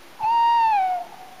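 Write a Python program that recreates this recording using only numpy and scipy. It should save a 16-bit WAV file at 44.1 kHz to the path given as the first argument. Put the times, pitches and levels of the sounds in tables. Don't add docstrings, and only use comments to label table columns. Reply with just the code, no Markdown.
import sys
import numpy as np
from scipy import signal
from scipy.fft import rfft, irfft
from scipy.io import wavfile

SR = 44100
rng = np.random.default_rng(int(sys.argv[2]) if len(sys.argv) > 2 else 0)


def put_to_file(sound):
    columns = np.atleast_2d(sound).T
    safe = np.clip(columns, -1, 1)
    whole_steps = np.round(safe * 32767)
    wavfile.write(sys.argv[1], SR, whole_steps.astype(np.int16))


N = 61739

# frequency in Hz, relative spectral density in dB.
HISS_SPECTRUM = [(25, -11.5), (60, -10.5), (120, -7), (220, -2), (450, -3), (800, -1.5), (1200, -4.5),
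                 (2500, -8.5), (4500, -14), (6800, -19), (7600, -23.5), (8050, -32.5), (8700, -21.5),
                 (10500, -20.5), (15000, -24)]
# time in seconds, level in dB.
DRONE_LEVEL = [(0, -58.5), (.2, -62), (.35, -56), (.7, -61), (.83, -50.5), (.95, -58.5), (1.4, -64)]
# time in seconds, frequency in Hz.
HOOT_PITCH = [(.195, 965), (.21, 850.6), (.226, 911), (.24, 847.7), (.255, 866), (.28, 899), (.335, 936.8),
              (.39, 928.4), (.5, 936.3), (.565, 936.3), (.68, 886.6), (.708, 884.5), (.738, 829),
              (.755, 825), (.8, 762.6), (.86, 745.3), (.95, 725.8), (.997, 688.6), (1.022, 725),
              (1.045, 666.7)]
# time in seconds, level in dB.
HOOT_LEVEL = [(.195, -37), (.212, -30), (.244, -20.5), (.31, -19), (.4, -17.5), (.66, -17.5), (.695, -19),
              (.745, -18), (.83, -20.5), (.9, -23), (.96, -23.5), (.997, -31.5), (1.028, -34),
              (1.045, -44.5)]
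# time in seconds, roughness from 0 to 1.
HOOT_ROUGHNESS = [(.2, 0.87), (.225, 0.48), (.25, 0.36), (.275, 0.08), (.7, 0.04), (.8, 0.19), (.95, 0.36),
                  (1.04, 0.41)]
# base level in dB re the fundamental, dB gained per dB of effort.
HARMONICS = [(-19.5, 0.93), (-19, 1.5), (-30.5, 0.86), (-27.5, 1.83), (-44, 0.2), (-50, -0.5)]
# frequency in Hz, relative spectral density in dB.
BREATH_SPECTRUM = [(200, -27.5), (600, -10.5), (950, 1), (1400, -12), (2700, -17.5), (4500, -20.5),
                   (7000, -30.5), (15000, -55)]
# frequency in Hz, relative spectral density in dB.
RASP_SPECTRUM = [(350, -37), (600, -19), (720, -5), (850, -1.5), (970, -4.5), (1080, -18), (1900, -34),
                 (2600, -21), (3300, -38.5), (8000, -55)]
# frequency in Hz, relative gain in dB.
TRUNK_RESPONSE = [(300, -7.5), (700, 2.5), (850, 1), (950, -8), (2000, 5), (5000, 1.5)]
# centre in seconds, frequency in Hz, Gaussian width in seconds, envelope peak in dB.
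LOW_BUMPS = [(0.239, 120.4, 0.0042, -37.5), (0.683, 87.7, .014, -50.5)]
# frequency in Hz, relative gain in dB.
ECHO_RESPONSE = [(300, -7.5), (690, -9.5), (760, 2), (830, -8), (940, -9.5), (2000, -8.5), (5000, -19)]


def undb(db):
    return 10 ** (np.asarray(db) / 20)


def curve(table, at):
    return np.interp(at, *np.array(table, float).T)


def unit(x):
    return x / np.sqrt(np.mean(x ** 2))


def bell(x, centre, width):
    return np.exp(-.5 * ((x - centre) / width) ** 2)


def colour(x, response):
    hz, db = np.array(response, float).T
    f = np.maximum(np.fft.rfftfreq(len(x), 1 / SR), 1)
    return irfft(rfft(x) * undb(np.interp(np.log(f), np.log(hz), db)), len(x))


def noise(spectrum):
    return unit(colour(rng.standard_normal(N), spectrum))


def band(hz, width_hz):
    f = np.fft.rfftfreq(N, 1 / SR)
    return unit(irfft(rfft(rng.standard_normal(N)) * bell(f, hz, width_hz), N))


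def scatter(call, envelope, response):
    returns = rng.standard_normal(N) * envelope
    return signal.fftconvolve(call, colour(returns / np.linalg.norm(returns), response))[:N]


def background(t):
    drone = undb(curve(DRONE_LEVEL, t)) * band(349.6, width_hz=15)
    return undb(-47) * noise(HISS_SPECTRUM) + drone


def voice(t, hz, effort_db, roughness):
    phase = 2 * np.pi * np.cumsum(hz) / SR
    even_db = np.interp(t, [.3, .47], [-10.5, 0])
    modulation = undb(-35) * bell(t, .47, .08) * np.cos(phase / 4)
    tone = np.sin(phase) * (1 + modulation)
    for k, (base_db, growth) in enumerate(HARMONICS, 2):
        throat_db = 6 * bell(k * hz, 2407, 194)
        flutter_db = 6 * roughness * band(27.5, width_hz=27.5)
        db = base_db + growth * effort_db + throat_db + flutter_db + even_db * (k % 2 == 0)
        tone += undb(db) * np.sin(k * phase)
    return np.sqrt(2) * tone


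def owl(t, jitter=.022, shimmer_db=1, full_effort_db=-16, attack_s=.015, release_s=.0072):
    roughness = curve(HOOT_ROUGHNESS, t)
    hz = curve(HOOT_PITCH, t) * (1 + jitter * roughness * band(55, width_hz=55))
    db = curve(HOOT_LEVEL, t) + shimmer_db * roughness * band(55, width_hz=55)
    tone = voice(t, hz, db - full_effort_db, roughness)
    breath = undb(-29) * noise(BREATH_SPECTRUM)
    rasp = undb(-33.5) * bell(t, .234, .02) * noise(RASP_SPECTRUM)
    attack = np.clip(.5 + (t - HOOT_LEVEL[0][0]) / attack_s, 0, 1)
    release = np.clip(4.5 - (t - HOOT_LEVEL[-1][0]) / release_s, 0, 1)
    return attack * release * (undb(db) * (tone + breath) + rasp)


def near_trunks(call, t, delay_s=.028, t60_s=.67):
    envelope = (t > delay_s) * undb(-60 * t / t60_s)
    return undb(-20.5) * scatter(call, envelope, TRUNK_RESPONSE)


def bumps(t):
    return sum(undb(db) * bell(t, at, width) * np.sin(2 * np.pi * hz * (t - at))
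               for at, hz, width, db in LOW_BUMPS)


def far_echo(call, t, peak_s=.361, rise_s=.033, t60_s=.98):
    decay = undb(-60 * (t - peak_s) / t60_s)
    envelope = np.where(t < peak_s, bell(t, peak_s, rise_s), decay)
    return undb(-21) * scatter(call, envelope, ECHO_RESPONSE)


def scene():
    t = np.arange(N) / SR
    call = owl(t)
    mix = call + near_trunks(call, t) + bumps(t) + far_echo(call, t) + background(t)
    return np.tile(mix, (2, 1))


def record(dry, cutoff_hz=15500, offset=-.004):
    lowpass = signal.ellip(12, .2, 80, cutoff_hz, fs=SR, output="sos")
    return offset + signal.sosfilt(lowpass, dry)


dry = scene()
out = record(dry)
put_to_file(out)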